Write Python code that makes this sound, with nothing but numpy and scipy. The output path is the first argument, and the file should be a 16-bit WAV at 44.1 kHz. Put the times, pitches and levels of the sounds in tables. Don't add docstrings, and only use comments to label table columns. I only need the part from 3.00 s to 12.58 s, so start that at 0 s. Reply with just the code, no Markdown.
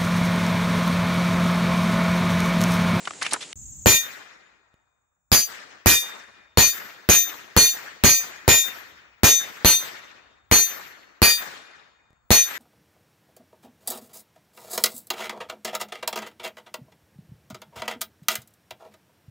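import sys
import numpy as np
from scipy import signal
from scipy.fft import rfft, irfft, next_fast_len
from scipy.io import wavfile
from scipy.ndimage import uniform_filter1d, map_coordinates

SR = 44100
rng = np.random.default_rng(int(sys.argv[2]) if len(sys.argv) > 2 else 0)


def store_pcm(level_fs):
    pcm = np.round(np.clip(level_fs, -1, 1) * 32767).astype(np.int16)
    wavfile.write(sys.argv[1], SR, np.atleast_2d(pcm).T)


N = 422478

# first one ends t/s, second one begins t/s
CUT = (.5315, .557)
PLATE_HZ = [1860, 2431, 3639, 4328, 4710, 5165, 5706, 5997, 6172, 6589, 6756, 7076, 7714, 8293, 8425, 8608,
            9044, 9402, 9615, 10104, 10592, 11108, 11421, 12371, 13143, 13251, 14123, 14328, 14594, 14904,
            15305]
# clang level/dB, clang t60/s, lasting ring level/dB, its t60/s before a random spread,
# slant of the wave pattern/rad, phase across/rad, phase upward/rad
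PLATE = [(6.5, 0.22, -37, 1.3, 0.2, -1, 0.45), (12, 0.2, -21.5, 0.44, 0.25, -0.98, 0.42),
         (3.5, 0.4, -42.5, 1.6, 0.84, -0.58, 0.29), (18, 0.19, -41.5, 0.67, 0.9, 1, 0.29),
         (12.5, 0.26, -42.5, 0.66, 1, 1.4, -0.79), (9.5, 0.22, -35.5, 0.39, 0.09, -1.51, 0.88),
         (1.5, 0.21, -50, 0.94, 0.17, -0.81, -0.13), (4, 0.22, -39.5, 0.8, 1.7, -0.82, -0.51),
         (16, 0.28, -37, 0.49, 1.486, -0.44, 0.53), (13.5, 0.23, -37, 0.29, 0.52, -0.73, 1.5),
         (10, 0.19, -48.0, 1.4, 0.18, -0.0085, -0.78), (21.5, 0.21, -35.5, 0.83, 0.15, -1.1, 1.16),
         (-3, 0.23, -37.5, 0.62, 0.65, -1.04, 0.08), (2.5, 0.13, -36.5, 0.53, 0.86, -1.1, 0.088),
         (2.3, 0.21, -47, 0.51, 0.57, -1.1, 0.012), (11.5, 0.26, -31, 0.45, -0.03, 1.37, -1.4),
         (6, 0.043, -17.5, 0.32, 0.78, -1.8, -0.67), (18, 0.07, -25.5, 0.35, 0.05, 1, -1.41),
         (-1.2, 0.23, -48.5, 0.71, 1.11, -1.2, -1.55), (-3.1, 0.26, -56, 0.73, 1.01, 0.32, 0.9),
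         (12, 0.2, -35.5, 0.72, 0.61, -0.14, 0.018), (4, 0.21, -32, 0.16, 0.68, -1.2, -1.3),
         (-5, 0.07, -0.65, 0.36, 1.21, -0.67, 0.72), (14.5, 0.19, -23.5, 0.41, 1.02, -0.63, 1.1),
         (1, 0.21, -29, 0.39, 0.81, 0.44, -0.84), (4, 0.16, -10.5, 0.46, 0.85, 0.51, -0.88),
         (17, 0.13, -29, 0.42, 0.99, 0.32, 0.98), (12, 0.077, 8, 0.25, 0.8, -1.4, -0.18),
         (13.5, 0.067, 11.5, 0.17, 0.6, -0.32, 1.19), (1.5, 0.16, 6.5, 0.27, 0.79, 0.43, -0.64),
         (6, 0.44, -10, 0.38, 0.96, 0.4, 0.36)]
LEAD_S, PIN_S = .0015, .0073


def amp(db):
    return 10 ** (np.asarray(db) / 20)


def unit(x):
    return x / np.sqrt(np.mean(x ** 2) + 1e-20)


def along(points, hz, axis=1):
    columns = np.transpose(points)
    return np.interp(np.log(hz + 1), np.log(columns[0] + 1), columns[axis])


def filtered(x, response):
    m = next_fast_len(x.shape[-1] + SR // 4)
    spectrum = rfft(x, m) * response(np.fft.rfftfreq(m, 1 / SR))
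    return irfft(spectrum, m)[..., :x.shape[-1]]


def noise(spectrum, alike, size=N):
    a, b = filtered(rng.standard_normal((2, size)), lambda hz: amp(along(spectrum, hz)))
    turn = np.arccos(np.clip(alike, 0, 1)) / 2
    left = np.cos(turn) * a + np.sin(turn) * b
    right = np.cos(turn) * a - np.sin(turn) * b
    return unit(np.array([left, right]))


def dying(table, alike, seconds, longest=np.inf, patchy_db=0):
    hz, t, z = signal.stft(noise(table, alike, size=round(seconds * SR)), SR, nperseg=256)
    t60 = np.minimum(along(table, hz, axis=2), longest)
    patches = uniform_filter1d(rng.standard_normal(z.shape[1:]), size=5, axis=0)
    patches = uniform_filter1d(patches, size=9, axis=1)
    decay_db = patchy_db * unit(patches) - 60 * t / t60[:, None]
    return signal.istft(z * amp(decay_db), SR, nperseg=256)[1]


def add(track, s, sound):
    part = track[:, round(s * SR):][:, :sound.shape[1]]
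    part += sound[:, :part.shape[1]]


def held_db(x, release):
    fall = release * np.arange(N) / SR
    return np.maximum.accumulate(20 * np.log10(np.abs(x) + 1e-9) + fall, axis=-1) - fall


def handling():
    # f/Hz, relative level per Hz/dB
    first_air = [(35, -41), (60, -7.5), (305, 2), (565, -1), (897, -2), (1090, -4.5), (3280, -4.5),
                 (5820, -6.5), (7250, 4), (10800, -19.5), (11500, -39.5), (15000, -69), (22000, -120)]
    # t/s, level/dB before a common trim, f/Hz, t60/s
    contacts = [(0.053, -23, 2930, 0.025), (0.0731, -13, 1358, 0.027), (.107, -16.5, 1264, 0.015),
                (0.135, -25.5, 1470, 0.011), (.212, -18, 1988, 0.1), (0.2209, -10, 1355, 0.013),
                (0.225, -13, 5060, 0.031), (0.245, -20, 2330, 0.12), (.264, -9, 2380, .018),
                (0.294, -25, 7900, 0.0045), (0.308, -21, 3990, 0.1), (0.324, -17, 950, 0.033),
                (0.333, -2, 8600, 0.021), (0.3368, -10, 1330, 0.04), (.36, -23.5, 946, .04),
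                (.405, -25.5, 3410, 0.12), (0.426, -24.5, 3400, 0.032)]
    cut_tick = (.5285, -18, 3050, .01)
    out = amp(-44.5) * noise(first_air, alike=0.73)
    t = np.arange(SR // 10) / SR
    for s, db, hz, t60 in contacts + [cut_tick]:
        rise_s = 0.011 * (10 * t60) ** 1.5
        body = [(hz / 8, -22), (hz / 1.1, -6), (hz, 0), (hz * 1.2, -7), (hz * 3, -20), (hz * 8, -32)]
        shape = amp(-60 * t / t60) * (1 - np.exp(-t / max(rise_s, 1e-4)))
        burst = shape / shape.max() * noise(body, alike=0.67, size=len(t))
        add(out, s, amp(db - 9) * burst)
    return filtered(out, lambda hz: hz < 11200) * (np.arange(N) < CUT[0] * SR)


def crickets(out):
    # first chirp t/s, last t/s, chirps a second/Hz, top f/Hz, fall f/Hz, length/s,
    # left level/dB, right level/dB (both before a small random spread)
    singers = [(.5635, .86, 44.4, 6700, 700, .016, -41, -46),
               (.587, .86, 15.5, 7600, 300, .026, -42.5, -43.5),
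               (.618, 9.6, 15.1, 6950, 400, .02, -41.5, -40.5),
               (.701, .86, 16.6, 14800, 900, .014, -55, -54.5)]
    for first, last, rate, hz, fall_hz, length, *db in singers:
        u = np.linspace(0, 1, round(length * SR))
        pitch = hz - fall_hz * ((u - .35) / .65) ** 2
        chirp = np.sin(2 * np.pi * np.cumsum(pitch) / SR) * np.sin(np.pi * u) ** 0.64
        for s in np.arange(first, last, 1 / rate):
            add(out, s, amp(rng.normal(0, 1.4) + np.array(db)[:, None]) * chirp)


def wind():
    # t/s, level/dB
    gusts = [(.55, -43), (0.86, -44.5), (1.5, -35.5), (2.1, -40), (3.3, -31), (4, -34.5), (5.9, -27.5),
             (6.4, -34.5), (7.2, -30.5), (7.6, -26), (8.2, -37.5), (8.8, -35.5), (9.6, -26)]
    # f/Hz, relative level per Hz/dB
    rumble = [(20, -11), (60, 1.5), (120, -11.5), (300, -26.5), (600, -57), (2000, -83.5)]
    gust_db = np.interp(np.arange(N) / SR, *np.transpose(gusts))
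    return amp(gust_db) * noise(rumble, alike=0.33)


def body_knocks(out):
    # t/s, level/dB
    knocks = [(1.742, -9), (9.1061, -10.5), (9.131, -11.5)]
    for s, db in knocks:
        add(out, s, -amp(db) * np.exp(-np.arange(SR // 5) / (.03 * SR)) * np.ones((2, 1)))


def meadow():
    # f/Hz, relative level per Hz/dB
    far_insects = [(300, -22.5), (800, -19), (1500, -24.5), (5000, -27), (6000, -5), (7400, 6), (8400, -10),
                   (9200, -34), (11000, -25.5), (13500, -20.5), (16000, -12.5)]
    out = amp(-46) * noise(far_insects, alike=.1)
    crickets(out)
    out += wind()
    body_knocks(out)
    return out * (np.arange(N) > CUT[1] * SR)


def shots():
    # t/s, blow level/dB, muzzle report level/dB, thump level/dB relative to the blow,
    # landing right of the group's middle/cm, above it/cm, mean time until the clang breaks off/s
    bullets = [(0.8604, 39.02, 3.5, 23, 0.7, -3.5, 0.22), (2.3182, 33.5, 3.7, 15, -3, 3.5, 0.16),
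               (2.8608, 37.8, 3.0, 20.0, 1.93, 2.5, 0.36), (3.5744, 37.5, 3.7, 20, 6.0, -3, 0.18),
               (4.0904, 37.26, 4, 16, 1.4, 6.5, 0.22), (4.5662, 37.55, 4.1, 19.0, 6.5, -1.2, 0.2),
               (5.0384, 40.47, 4.5, 21.0, -6, 5.5, 0.29), (5.48, 40.76, 4.5, 19, 1.0, -4, 0.25),
               (6.2344, 39.16, 5.0, 19.0, 2.74, 7, 0.28), (6.6479, 36.57, 5.9, 15.0, -0.9, -2.3, 0.22),
               (7.5146, 37.2, 5.5, 17.0, 6.5, 6.5, 0.26), (8.2196, 37.57, 6.1, 15.0, -6.5, 1.7, 0.21),
               (9.3063, 37.47, 7.2, 15.0, 4.5, 6.5, 0.2)]
    out, t = np.zeros((2, N)), np.arange(next_fast_len(SR)) / SR
    pinned, shock = shock_wave(t)
    arrival = 1 / (1 + np.exp(-(t - .008) / 0.0012))
    for s, blow_db, report_db, thump_db, right_cm, up_cm, break_s in bullets:
        drive_db = landing_db(right_cm, up_cm)
        sound = ring(drive_db, break_s, t)
        add(sound, 0, rattle(t[:SR // 5]))
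        sound *= arrival
        add(sound, 0, splash())
        add(sound, 0, thump(thump_db))
        sound *= amp([[2.5], [-2.5]]) * np.minimum(t / LEAD_S, 1) ** 3
        sound[1] = np.where(pinned, .12, 1) * sound[1] + amp(18) * shock
        sound[0] += amp(17.0) * uniform_filter1d(shock, 40)
        add(out, s - LEAD_S, amp(blow_db) * sound)
        add(out, s + PIN_S, amp(blow_db) * hum(drive_db))
        add(out, s + .14, amp(report_db) * report())
    return out


def shock_wave(t):
    pinned = (t >= LEAD_S) & (t < LEAD_S + PIN_S)
    after = np.maximum(t - LEAD_S - PIN_S, 0)
    suction = (t > LEAD_S - .0003) & (t < LEAD_S)
    settling = (.5 * np.exp(-after / 0.0083) - 0.8 * np.exp(-after / 0.0037)) * (after > 0)
    return pinned, pinned - 1.1 * suction + settling


def splash():
    # f/Hz, relative level per Hz/dB, t60/s before the cap below
    fragments = [(300, -15.5, 0.17), (945, 3.5, 0.12), (2784, 0, 0.17), (5440, -5, 0.19), (7600, -15, 0.25),
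                 (9000, -19.5, 0.2), (12900, -2.5, 0.22), (16000, -13.5, 0.17)]
    return amp(10) * dying(fragments, 0.89, seconds=.4, longest=0.23, patchy_db=2.5)


def thump(thump_db):
    # f/Hz, relative level per Hz/dB, t60/s
    pushed_air = [(30, -3, 0.13), (68.6, -1.5, .14), (151, -4, 0.076), (350, -5.5, 0.12),
                  (676, -10.5, 0.049), (2000, -25.5, 0.061)]
    return amp(thump_db + np.array([[-3], [-8]])) * dying(pushed_air, 0.59, seconds=0.58)


def landing_db(right_cm, up_cm):
    # at this f/Hz, this wavelength/cm
    bending = (6000, 4 * np.pi)
    slant, across, upward = np.transpose(PLATE)[4:]
    per_cm = 2 * np.pi / bending[1] * np.sqrt(np.array(PLATE_HZ) / bending[0])
    swing_across = np.cos(per_cm * np.cos(slant) * right_cm + across)
    swing_up = np.cos(per_cm * np.sin(slant) * up_cm + upward)
    return 10 * np.log10((swing_across * swing_up) ** 2 + amp(-19) ** 2)


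def ring(drive_db, break_s, t):
    db, t60, late_db, late_t60 = np.transpose(PLATE)[:4, :, None]
    aim, break_spread, late_spread = rng.uniform(-0.92, 1, size=(3, len(PLATE), 1))
    depth, beat_hz, phase, start = rng.uniform(size=(4, 2, len(PLATE), 1))
    beats = 1 + .5 * depth * np.sin(2 * np.pi * ((2 + 12 * beat_hz) * t + phase))
    break_db = 14 * (t / (break_s + .02 * break_spread)) ** 5
    clang = amp(db - 60 * t / t60 - break_db)
    lasting = amp(late_db - 60 * t / (late_t60 * (1 + 0.37 * late_spread)))
    knots = rng.standard_normal((2, len(PLATE), 48))
    beats = beats * amp(2.5 * signal.resample(knots, len(t), axis=2))
    apart = np.sign(start[1] - .5) * (.17 + .12 * start[0])
    start = start[0] + [[[0]], [[1]]] * apart
    side = np.pi / 4 + .5 * aim
    tones = np.sin(2 * np.pi * (np.array(PLATE_HZ)[:, None] * t + start))
    pan = [np.cos(side), np.sin(side)]
    return (amp(drive_db[:, None]) * (clang + lasting) * beats * tones * pan).sum(1)


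def rattle(t, count=120):
    hz, size, life, start = rng.uniform(size=(4, 2, count, 1))
    hz = 450 * 34 ** hz
    level = amp(-0.5 - 20 * size - 60 * t / (0.084 + 0.074 * life))
    return (level * np.sin(2 * np.pi * (hz * t + start))).sum(1)


def hum(drive_db):
    # f/Hz, level/dB before the plate's drive, t60/s
    frame_tones = [(430, -12, .15), (2431, -50, 1.6), (3639, -54, 1.7), (4345, -53, 1.4), (4880, -52, 1.4),
                   (6172, -53, 1.3)]
    hz, db, t60 = np.transpose(frame_tones)[:, :, None]
    t = np.arange(SR * 3 // 2) / SR
    size, start = rng.standard_normal((2, 2, len(frame_tones), 1))
    waver_db = 5 * np.sin(2 * np.pi * (3 * t + start))
    fed_db = 7 + np.interp(hz, PLATE_HZ, drive_db) + 1.7 * size + waver_db
    return (amp(db + fed_db - 60 * t / t60) * np.sin(2 * np.pi * hz * t + 3 * start)).sum(1)


def report():
    # f/Hz, relative level per Hz/dB, t60/s
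    tree_roll = [(60, -17, 1.3), (313, -5.5, 1.4), (860, -1.5, 0.93), (1750, 4.5, 1.125),
                 (2700, -3.5, 1.13), (4960, -8.5, 1), (7600, -8.5, 0.75), (16000, -50, 0.28)]
    faint_tail = [(203.7, -14, 1.8), (700, -3, 2.6), (1400, 1, 2.4), (2200, -6, 1.8), (4000, -25, 1)]
    roll = dying(tree_roll, 0.062, seconds=1.6, patchy_db=2.5)
    roll = roll + amp(-18) * dying(faint_tail, .1, seconds=1.6)
    age = np.arange(roll.shape[1]) / SR
    fast, slow = rng.standard_normal((2, 100))
    lumps_db = .7 * map_coordinates(fast, [age * 55]) + .8 * map_coordinates(slow, [age * 14])
    crack = 0.45 * np.exp(-((age - .066) / .006) ** 2)
    return amp(lumps_db + np.array([[2.5], [-2.5]])) * (1 - np.exp(-age / 0.039) + crack) * roll


def scene():
    return handling() + meadow() + shots()


def record(dry):
    slow_db = np.clip(-held_db(np.abs(dry).max(0), release=1), -38, 0)
    x = dry * amp(slow_db)
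    over = amp(held_db(x, release=1100) + 6.0)
    x = x / (1 + over ** 1.696) ** (1 / 1.936)
    x = signal.sosfilt(signal.butter(2, 75, "highpass", fs=SR, output="sos"), x)
    # f/Hz, level/dB
    capsule = [(12500, 0), (14500, -2), (15700, -6)]
    return filtered(np.clip(x, -1, 1), lambda hz: amp(along(capsule, hz)) * (hz < 15700))


dry = scene()
out = record(dry)
store_pcm(out)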